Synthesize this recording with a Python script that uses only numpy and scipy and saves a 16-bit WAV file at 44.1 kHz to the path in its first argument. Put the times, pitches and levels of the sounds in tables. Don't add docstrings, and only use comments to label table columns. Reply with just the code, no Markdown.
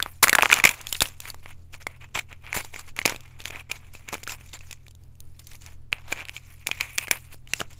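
import sys
import numpy as np
from scipy import signal
from scipy.fft import rfft, irfft
from scipy.io import wavfile
from scipy.ndimage import uniform_filter1d

SR = 44100
rng = np.random.default_rng(int(sys.argv[2]) if len(sys.argv) > 2 else 0)


def master_out(mix):
    frames = np.transpose(np.atleast_2d(mix))
    ceiling = np.clip(frames, -1, 1)
    pcm = np.round(ceiling * 32767).astype(np.int16)
    wavfile.write(sys.argv[1], SR, pcm)


N = 343539

# f/Hz, density/dB per Hz
AIR_COLOUR = [(4, -7), (9, 6), (20, -11.5), (45, -16.5), (105, -20.5), (150, -32), (230, -30), (500, -40.5),
              (2000, -52.5), (8000, -61.5), (16000, -61.5)]
AIR_DB = -45
# f/Hz, middle rms level/dB
HUM_TONES = [(41.7, -59), (83.4, -52.5), (100, -64), (125, -55.5), (226, -73.5)]
# f/Hz, T60/s
ROOM_DECAY = [(600, 0.23), (2400, 0.11), (6000, 0.057), (14000, 0.24)]
# t/s, peak level/dB
BUMPS = [(0.239, -42), (0.382, -31), (0.651, -51), (1.021, -21.5), (2.158, -30.5), (2.566, -28),
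         (5.93, -36)]
# f/Hz, level/dB
TOP_EDGE = [(15500, -1), (16000, -24.5), (17000, -27.5)]
EDGE_HZ = 16800

# t/s, body level/dB, fizz level/dB
REST = [(0, -56, -58), (0.2, -65, -67.5), (0.26, -61, -83), (0.7, -45, -54), (1.1, -58.5, -67),
        (1.499, -71, -68), (1.661, -80.5, -75.5), (2.3, -65.5, -78), (2.7, -66.5, -62.5), (2.93, -83, -86),
        (3.199, -55.5, -68), (3.659, -67, -76.5), (4.2, -55, -64), (4.5, -63.5, -65.5), (5.099, -81, -79.5),
        (5.6, -66, -62.5), (5.88, -84.5, -85), (6.201, -52.5, -64), (6.65, -65.5, -65.5),
        (7.099, -52.5, -63.5), (7.26, -61.5, -67.5), (7.421, -75, -77), (7.79, -65, -61.5)]
# start t/s, length/s, body level/dB, fizz level/dB, change along the stroke/dB
STROKES = [(0.02, 0.064, -35, -55, -22), (0.225, 0.011, -16.5, -20.5, -1.5), (0.258, 0.038, -37.5, -41, 5),
           (0.32, 0.12, -40.5, -42.5, -7), (0.418, 0.065, -20.5, -26.5, -21.5),
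           (0.485, 0.11, -32.5, -39, 3), (0.635, 0.12, -20.5, -25.5, -24.5), (0.748, 0.093, -52, -49, -10),
           (0.859, 0.12, -57, -49.5, 6), (1.009, 0.097, -25, -27.5, -30), (1.208, 0.094, -56.5, -56, 11),
           (1.421, 0.092, -61, -69.5, 13.5), (1.721, 0.028, -52, -56, 2.5), (1.798, 0.028, -56, -60.5, 4.5),
           (1.879, 0.081, -55, -65, -5.5), (2.005, 0.053, -45.5, -59, -6.5),
           (2.142, 0.047, -30.5, -37.5, -5), (2.283, 0.048, -54, -67, 5.5), (2.433, 0.14, -49, -62, 5.5),
           (2.539, 0.07, -30.5, -31.5, -8), (2.637, 0.092, -43, -50, -18), (2.723, 0.086, -47, -50, 1.5),
           (2.832, 0.064, -58.5, -65, 9.5), (2.96, 0.078, -44, -48, -10.5), (3.048, 0.12, -29.5, -37, -17),
           (3.385, 0.036, -40.5, -50, -7), (3.445, 0.046, -37, -42.5, -9), (3.516, 0.09, -41, -51.5, -4),
           (3.691, 0.075, -40.5, -49, -3.5), (3.788, 0.099, -56.5, -71, 3), (3.931, 0.1, -46, -49.5, -17),
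           (4.075, 0.036, -39.5, -52, -5), (4.116, 0.029, -35.5, -41.5, 4.5), (4.18, 0.11, -65, -60, -7),
           (4.281, 0.051, -41, -42.5, 3), (4.353, 0.11, -66, -66.5, 8), (4.528, 0.025, -35, -37, -10),
           (4.59, 0.141, -68, -69, 14.5), (5.388, 0.015, -49.5, -49.5, -7), (5.461, 0.098, -62, -60, 4),
           (5.605, 0.13, -56, -58, -3), (5.918, 0.13, -44, -56.5, -19.5), (6.031, 0.095, -65, -73, 28.5),
           (6.098, 0.12, -43.5, -53, -1), (6.333, 0.052, -40.5, -44.5, -10), (6.44, 0.1, -59.5, -62.5, 2.5),
           (6.596, 0.029, -50, -64, -1.5), (6.665, 0.011, -36, -33, -6), (6.697, 0.12, -48.5, -55.5, 3),
           (6.798, 0.16, -32.5, -41.5, -16.5), (6.982, 0.057, -37.5, -48, -1.5),
           (7.105, 0.11, -26.5, -36, -32), (7.308, 0.03, -58.5, -58.5, 7.5),
           (7.483, 0.047, -54.5, -52.5, -2), (7.547, 0.058, -49, -47.5, 4.5),
           (7.593, 0.018, -28.5, -34.5, -4.5), (7.697, 0.041, -54, -56.5, -1.5)]
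GRIP_S, LET_GO_DB_PER_S = 0.0096, -700
# f/Hz, density/dB per Hz
BODY_COLOUR = [(150, -10.5), (500, -3.5), (1000, 3), (1600, -0.5), (2600, 0.5), (3200, -3.5), (4500, -17.5),
               (6000, -46)]
# t/s, share of the body power (0-1), narrow part of that ring (0-1)
HOLLOW = [(0, 0.2, 0), (1.4, 0.53, 0), (2.499, 0.35, 0.5), (3.5, 0.53, 0.71), (4.2, 0.53, 0.4),
          (5, 0.57, 0.03), (6.201, 0.25, 0.2), (6.749, 0.93, 0.5), (7.05, 0.85, 0.7), (7.149, 0.58, 0),
          (7.6, 0.4, 0.07)]
HOLLOW_HZ, DRIFT_HZ, WIDE_HZ, NARROW_HZ = 2361, 89.54, 910, 427
LAYER_DRIFT_DB, CATCH_SIZE = 2.4, 1.1

# f/Hz, density/dB per Hz
CRACK_COLOUR = [(1500, -30), (3500, -1), (5800, -1), (7300, 3.5), (8000, -3.5), (9000, -24)]
HISS_COLOUR = [(7500, -27.5), (8600, -2.5), (9800, -0.5), (13500, -4.5), (17000, -5)]
# t/s, level/dB
TREBLE = [(0.24, 5.5), (0.3, -1), (0.7, -1.5), (1.05, 1.5), (2.201, -2), (2.56, 0.5), (3.06, -2),
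          (4.1, -1.5), (4.33, -1), (4.6, -5.5), (5.2, 7), (5.6, -1.5), (6.7, -0.5), (7.12, 4.5), (7.3, 7.5),
          (7.55, -4.5), (7.75, -5.5)]

JUDDER = 6.162, 6.226, 155, -28, 2350, -56, -40
# t/s, ring peak level/dB, ring f/Hz, crack level/dB, thump peak level/dB
PLASTIC = [(2.3285, -26.5, 2360, -39, -34.5), (2.4659, -28, 2350, -46.5, -48),
           (2.5292, -11.5, 2210, -28, -38), (2.545, -20.5, 1750, -33, -41), (2.566, -20, 2190, -33, -20),
           (2.5529, -17.5, 1980, -22, -29), (2.5745, -20, 2200, -29, -18), (2.6483, -35, 830, -33, -30),
           (2.7392, -32, 2200, -45, -35), (2.7429, -25, 2420, -41, -31.5),
           (2.7617, -22.5, 2150, -34.5, -31), (2.7942, -32.5, 1680, -28.5, -48),
           (2.9651, -25.5, 2300, -30, -39), (2.9903, -7.5, 2190, -22.5, -21.5),
           (3.0164, -18.5, 2120, -52, -28), (3.0545, -5, 2360, -14.5, -17), (3.0594, -11, 2500, -9, -6),
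           (3.0779, -12.5, 2230, -22, -21), (3.0961, -18, 2120, -23, -23), (3.1238, -21, 2410, -47, -19.5),
           (3.147, -30, 2370, -42, -26), (3.1617, -25.5, 2500, -31.5, -33), (3.207, -40, 2390, -38, -48),
           (3.4041, -24, 2660, -36.5, -32), (3.4165, -41, 3000, -42, -44), (3.44, -44, 2310, -38.5, -45),
           (3.4561, -13.5, 2310, -23, -34), (3.481, -31, 3540, -44, -52), (3.5028, -36, 2200, -41, -32),
           (3.5066, -24, 2490, -37, -29), (3.5501, -27, 2250, -53, -32), (3.5592, -25, 2440, -47, -39),
           (3.5985, -27, 2560, -57, -41), (3.6989, -31, 2250, -45, -34), (3.715, -16, 2440, -24, -37),
           (3.7176, -18, 2390, -29.5, -30.5), (3.9519, -32, 2570, -44, -32.5),
           (4.0882, -21, 2210, -27, -31), (4.1288, -30, 2500, -31, -20), (4.1341, -20, 1070, -33, -24),
           (4.142, -19, 2380, -27, -21), (4.1538, -25, 1290, -43, -24), (4.181, -33, 2370, -39, -39),
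           (4.2326, -28, 2200, -31.5, -34), (4.236, -36, 2170, -33, -43), (4.269, -23.5, 2430, -46, -44),
           (4.2763, -19, 1430, -29, -26.5), (4.295, -19.5, 2650, -32, -36), (4.4111, -35, 2550, -56, -41),
           (4.492, -43.5, 3760, -48, -58), (4.5332, -28, 3640, -41, -49), (4.5399, -30, 2430, -42.5, -34.5),
           (4.591, -51.5, 3000, -40, -60), (4.6088, -34, 2570, -51, -43), (4.7111, -27.5, 2540, -33.5, -37),
           (4.7283, -25.5, 2430, -29, -46), (4.8664, -37.5, 2355, -51.5, -62.5),
           (4.8825, -36.5, 3620, -44.5, -43), (4.91, -50.5, 3130, -49, -51.5),
           (4.9511, -53, 3930, -45.5, -52), (5.037, -56, 3000, -53, -60), (5.154, -54, 2737, -56, -60.5),
           (5.2044, -68.5, 3380, -36.5, -52), (5.395, -45.5, 3070, -43.5, -58),
           (5.4705, -44, 2650, -36, -65.5), (5.534, -38.5, 3450, -41, -56.5), (5.5539, -41, 2350, -40, -55),
           (5.62, -43, 2920, -44, -54), (5.6631, -30.5, 2450, -31, -48), (5.9207, -37.5, 2330, -44, -43),
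           (5.9283, -3, 2520, -22, -51.5), (6.1208, -23, 2560, -32, -26), (6.1255, -11, 2360, -23, -17.5),
           (6.2532, -23, 2600, -42, -48), (6.2857, -23.5, 2600, -36.5, -49),
           (6.2946, -17.5, 2410, -33, -63), (6.3657, -19.5, 2330, -41, -57),
           (6.3788, -31, 2470, -52.5, -55), (6.6656, -29, 2360, -50, -33.5), (6.6705, -9.5, 2350, -16, -50),
           (6.691, -21, 1030, -39, -38), (6.7144, -8.5, 2470, -29, -26.5), (6.8096, -9, 2450, -16, -58),
           (6.9792, -21, 2390, -28, -46), (6.9834, -11, 2320, -14, -44), (6.9879, -11.5, 2480, -28, -50),
           (7.0721, -22.5, 2370, -40, -47), (7.0826, -21.5, 2130, -35, -26.5),
           (7.1121, -3, 2330, -11.5, -17.5), (7.3449, -50, 1710, -42.5, -35),
           (7.4746, -31.5, 2930, -50, -55), (7.5358, -6.5, 2710, -14, -39), (7.6044, -16, 2910, -22, -20.5),
           (7.6147, -14, 1310, -29.5, -16), (7.617, -20.5, 420, -47, -24)]
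SHELL_T60_MS, SHELL_SPREAD_DB = 9, 7.5
# t/s, ring peak level/dB, ring f/Hz, crack level/dB, thump peak level/dB, ring T60/ms
FOIL = [(0.0024, -12, 1500, -38, -35.5, 10.6), (0.0262, -7, 3530, -19.5, -33, 9.9),
        (0.0617, -15, 1080, -48.5, -33, 3.6), (0.2296, -2.5, 990, -8.5, -21.5, 8.6),
        (0.2325, -5.5, 3760, -12, -21, 7.2), (0.2362, -7.5, 1290, -13, -27, 6),
        (0.2398, 1, 2170, -9, -26, 8.2), (0.2437, 0, 1710, -10.5, -30, 3.1),
        (0.2735, -6.5, 1300, -29.5, -35.5, 4.2), (0.2824, -4, 1880, -15.5, -31, 6.6),
        (0.2951, -1, 2180, -12, -25, 11), (0.3299, -0.5, 1860, -14, -29, 9.4),
        (0.3346, -7.5, 1740, -24, -32.5, 10), (0.351, -2, 2120, -16.5, -25, 3.6),
        (0.3528, -0.5, 1720, -11.5, -27, 11.3), (0.3675, -21, 1000, -40.5, -31.5, 7.6),
        (0.3855, 2, 1950, -27, -17, 5.5), (0.389, -1.5, 850, -26.5, -21.5, 5.2),
        (0.395, -10, 1490, -38, -31.5, 5.4), (0.4095, -9, 2182, -28.5, -37, 4.1),
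        (0.424, 0.5, 2500, -11.5, -17, 6.6), (0.4325, 0.5, 1150, -21, -26.5, 7.6),
        (0.4578, 1.5, 2240, -30.5, -30.5, 3.7), (0.464, -14, 1264, -33, -26.5, 6.9),
        (0.5015, -6, 1680, -30.5, -30, 4.8), (0.515, -3, 2100, -19, -30, 9.5),
        (0.5245, -6.5, 1440, -20, -21, 27), (0.529, 11.5, 2430, -21, -26.5, 9.4),
        (0.5408, -16, 2480, -11, -26.5, 4.3), (0.5635, -11.5, 2490, -25.5, -31.5, 7.2),
        (0.5886, -13, 1340, -27, -28.5, 8.6), (0.6003, -8, 2410, -31, -28, 9),
        (0.6403, 3.5, 2120, -11.5, -27, 11.4), (0.652, 4, 2330, -8, -34.5, 15),
        (0.6563, 6, 2150, -17, -7, 8.6), (0.6722, -5, 2320, -21, -38.5, 8), (0.676, -6, 2170, -23, -38, 12),
        (0.692, -6, 2420, -16, -61, 11.4), (0.8133, -33, 1730, -33.5, -51.5, 12),
        (0.87, -17, 3400, -26.5, -68.5, 6.5), (0.9271, -13, 3130, -18, -20.5, 14),
        (0.948, -20, 3730, -36, -40, 13), (0.9532, -15.5, 2810, -40, -32, 5.2),
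        (1.0066, -4.5, 3560, -15, -30, 4.5), (1.0206, -3.5, 3530, -5.5, -3, 1.9),
        (1.0232, -15.5, 2450, -15.5, -22, 18), (1.0568, -15, 2660, -36, -50, 5.2),
        (1.2035, -30, 2700, -29.5, -30.5, 10.6), (1.2553, -22, 2290, -47, -57, 6.8),
        (1.276, -32, 1540, -36.5, -48, 6.3), (1.293, -31, 2000, -44.5, -40, 4.9),
        (1.3022, -20, 4570, -33, -37, 9.2), (1.3453, -32, 1216, -41, -29, 6.8),
        (1.4602, -26, 2283, -60, -26, 6.8), (1.7425, -27.5, 2360, -42.5, -35, 7.4),
        (1.8691, -17.5, 2155, -31, -12.5, 14), (2.1535, -16.5, 2400, -48.5, -40.5, 8.4),
        (2.1581, -26, 2260, -38, -49, 8.2), (2.1756, -27, 2230, -45, -14.5, 4.3),
        (2.1905, -15.5, 2220, -29, -44, 13), (2.1942, -14.5, 2400, -33, -47, 13)]
FOIL_RISE, SHELL_RISE, HISS_FADE = .045, .035, .75


def gain_of(db):
    return 10 ** (np.asarray(db) / 20)


def evened(x):
    return x / np.sqrt(np.mean(x ** 2) + 1e-20)


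def read(points, hz):
    f, value = np.transpose(points)
    return np.interp(np.log(hz + 1), np.log(f + 1), value)


def add(mix, s, sound):
    part = mix[round(s * SR):][:len(sound)]
    part += sound[:len(part)]


def coloured(x, points):
    log_gain = np.log(gain_of(read(points, abs(np.fft.fftfreq(4096, 1 / SR)))))
    taps = np.fft.ifft(np.exp(np.conj(signal.hilbert(log_gain)))).real[:1024]
    return signal.oaconvolve(x, taps / np.linalg.norm(taps))[:len(x)]


def wander(hz):
    return evened(signal.lfilter([1], [1, -np.exp(-2 * np.pi * hz / SR)], rng.standard_normal(N)))


def air():
    hz = np.fft.rfftfreq(N, 1 / SR)
    noise = irfft(rfft(rng.standard_normal(N)) * gain_of(read(AIR_COLOUR, hz)), N)
    swell = uniform_filter1d(wander(hz=4.9), 3000)
    return gain_of(AIR_DB + 2.4 * swell) * evened(noise)


def machine():
    t = np.arange(N) / SR
    hum = np.zeros(N)
    for hz, db in HUM_TONES:
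        waver_db = 1.7 * uniform_filter1d(wander(hz=3.2), size=2000)
        tone = np.sin(2 * np.pi * (hz * t + rng.random()))
        hum += np.sqrt(2) * gain_of(db + waver_db) * tone
    return hum


def room(x):
    taps = np.zeros(SR // 2)
    at = np.arange(120, SR // 2 - 20, 20)
    taps[at + rng.integers(0, 20, len(at))] = rng.choice([-1., 1.], len(at))
    hz, t, z = signal.stft(taps, SR, nperseg=256)
    t60 = np.maximum(read(ROOM_DECAY, hz), .02)[:, None]
    tail = signal.istft(z * gain_of(-60 * t / t60), SR, nperseg=256)[1]
    return signal.fftconvolve(x, tail / np.linalg.norm(tail))[:N]


def bumps(length_s):
    out = np.zeros(N)
    u = np.arange(4000) / SR / length_s
    puff = u * (2 - u) * np.exp(-u)
    for s, db in BUMPS:
        add(out, s, gain_of(db) * puff / puff.max())
    return out


def treble():
    return gain_of(np.interp(np.arange(N) / SR, *np.transpose(TREBLE)))


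def stroke_gains():
    s, *rest_db = np.transpose(REST)
    power = gain_of([np.interp(np.arange(N) / SR, s, db) for db in rest_db]) ** 2
    for start, length, body_db, fizz_db, change_db in STROKES:
        t = np.arange(0, length + .2, 1 / SR)
        drift_db = change_db * np.minimum(t / length, 1)
        let_go_db = LET_GO_DB_PER_S * np.maximum(t - length, 0)
        shape = np.minimum(t / GRIP_S, 1) * gain_of(drift_db + let_go_db)
        for level, db in zip(power, (body_db, fizz_db)):
            add(level, start, (gain_of(db) * shape) ** 2)
    return np.sqrt(power)


def resonate(x, hz, width_hz):
    turn = np.exp(2j * np.pi * np.cumsum(hz) / SR)
    r = np.exp(-np.pi * width_hz / SR)
    return evened((turn * signal.lfilter([1], [1, -2 * r, r * r], x / turn)).real)


def patchy(x, patches_db):
    z = signal.stft(x, nperseg=256)[2]
    patches = uniform_filter1d(rng.standard_normal(z.T.shape), size=7, axis=0)
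    patches = uniform_filter1d(patches, size=6, axis=1)
    return signal.istft(z * gain_of(patches_db * evened(patches).T), nperseg=256)[1][:N]


def rubbing(grains_per_s, lumps_db, own_db, hiss_db):
    t = np.arange(N) / SR
    size = gain_of(3.5 * np.minimum(rng.exponential(1, (4, N)), 5)) * rng.choice([-1., 1.], (4, N))
    slips = evened(size * (rng.random((4, N)) < grains_per_s / SR))
    slips += 0.61 * rng.standard_normal((4, N))
    own = np.array([wander(hz=5.7) for _ in range(3)])[[0, 0, 1, 2]]
    lumps = lumps_db * wander(hz=70) + own_db * own
    catches = np.minimum(rng.exponential(CATCH_SIZE, N), 2 * CATCH_SIZE) * (rng.random(N) < 90 / SR)
    catches = np.tile(catches, (4, 1))
    catches[2:] *= 1.4 * rng.random((2, N))
    ticks = 1 + signal.lfilter([1], [1, -np.exp(-1 / (0.0035 * SR))], catches)
    sheet, hollow, crack, hiss = evened(slips * ticks * gain_of(uniform_filter1d(lumps, 60)))

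    s, *shares = np.transpose(HOLLOW)
    share, narrow = np.clip([np.interp(t, s, v) for v in shares], 0, 1)
    hz = HOLLOW_HZ + DRIFT_HZ * uniform_filter1d(wander(hz=7.0), size=400)
    rung = (1 - narrow) * resonate(hollow, hz, WIDE_HZ) + narrow * resonate(hollow, hz, NARROW_HZ)
    body = np.sqrt(1 - share) * coloured(sheet, BODY_COLOUR) + np.sqrt(share) * rung
    fizz = coloured(crack, CRACK_COLOUR) + gain_of(hiss_db) * treble() * coloured(hiss, HISS_COLOUR)
    body_gain, fizz_gain = stroke_gains()
    return patchy(body, patches_db=1.5) * body_gain + patchy(fizz, patches_db=3.0) * fizz_gain


def judder():
    start, end, per_s, ring_db, *rest = JUDDER
    chance = rng.standard_normal((40, 2))
    times = np.arange(start, end, 1 / per_s)
    return [(s + 0.15 * a / per_s, ring_db + 2.9 * b, *rest) for s, (a, b) in zip(times, chance)]


def snaps(rows, hiss_db, rough, rise, thump_s, after_db, after_hz, after_s):
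    t = np.arange(-100, 1000) / SR
    ring, crack, hiss = np.zeros((3, N))
    chance = rng.standard_normal((len(rows), 2, 1108))
    for (s, ring_db, hz, crack_db, thump_db, t60_ms), (draw, more) in zip(rows, chance):
        begin = s + t[0]
        t60 = max(t60_ms, 1) / 1000
        swell = np.exp(-(np.minimum(t, 0) / (rise * t60)) ** 2)
        fade = swell * gain_of(-60 * np.maximum(t, 0) / t60)

        wobble = uniform_filter1d(draw[8:] + 1j * more[8:], size=22)
        wobble = evened(wobble.view(float)).view(complex)
        second_hz = hz * gain_of(3.5 * np.tanh(draw[3]))
        pair = np.exp(2j * np.pi * hz * t) + 0.39 * np.exp(2j * np.pi * second_hz * t)
        modes = (pair * (1 + rough * wobble)).imag * fade
        add(ring, begin, gain_of(ring_db) * modes / abs(modes).max())

        u = np.maximum(t + .001, 0) / (thump_s * gain_of(0.17 * draw[7]))
        push = np.sign(draw[6]) * u * (2 - u) * np.exp(-u)
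        add(ring, begin, gain_of(thump_db) * push / abs(push).max())

        shudder_hz = after_hz * gain_of(1.5 * draw[5])
        shudder = (np.exp(2j * np.pi * shudder_hz * t) * wobble[::-1]).real * (t > 0)
        add(ring, begin, gain_of(ring_db + after_db - 60 * abs(t) / after_s) * shudder)

        add(crack, begin, gain_of(crack_db) * draw[8:] * fade)
        hiss_gain = gain_of(crack_db + hiss_db + 1.2 * draw[4])
        add(hiss, begin, hiss_gain * more[8:] * fade ** HISS_FADE)
    return ring + coloured(crack, CRACK_COLOUR) + treble() * coloured(hiss, HISS_COLOUR)


def scene():
    foil = snaps(FOIL, hiss_db=-1.5, rough=0.28, rise=FOIL_RISE, thump_s=0.00014,
                 after_db=-23.5, after_hz=1162, after_s=0.023)
    clicks = [*PLASTIC, *judder()]
    ring_ms = SHELL_T60_MS * gain_of(SHELL_SPREAD_DB * rng.uniform(-0.82, 1, (len(clicks), 1)))
    plastic = snaps(np.hstack([clicks, ring_ms]), hiss_db=-4.5, rough=0.29, rise=SHELL_RISE,
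                    thump_s=0.00028, after_db=-35, after_hz=1122, after_s=0.051)
    rustle = rubbing(grains_per_s=4400, lumps_db=0.4, own_db=LAYER_DRIFT_DB, hiss_db=-0.1)
    hands = foil + plastic + rustle
    echo = gain_of(-19.5) * room(foil + plastic)
    return (hands + echo + bumps(length_s=0.0023) + machine() + air())[None]


def record(dry):
    clipped = np.clip(dry[0], -.93, .93)
    edge_gain = gain_of(read(TOP_EDGE, np.fft.rfftfreq(N, 1 / SR)))
    soft = irfft(rfft(clipped) * edge_gain, N)
    band_limit = signal.firwin(511, EDGE_HZ, window=("kaiser", 9), fs=SR)
    return signal.oaconvolve(soft[None], band_limit[None], "same")


dry = scene()
out = record(dry)
master_out(out)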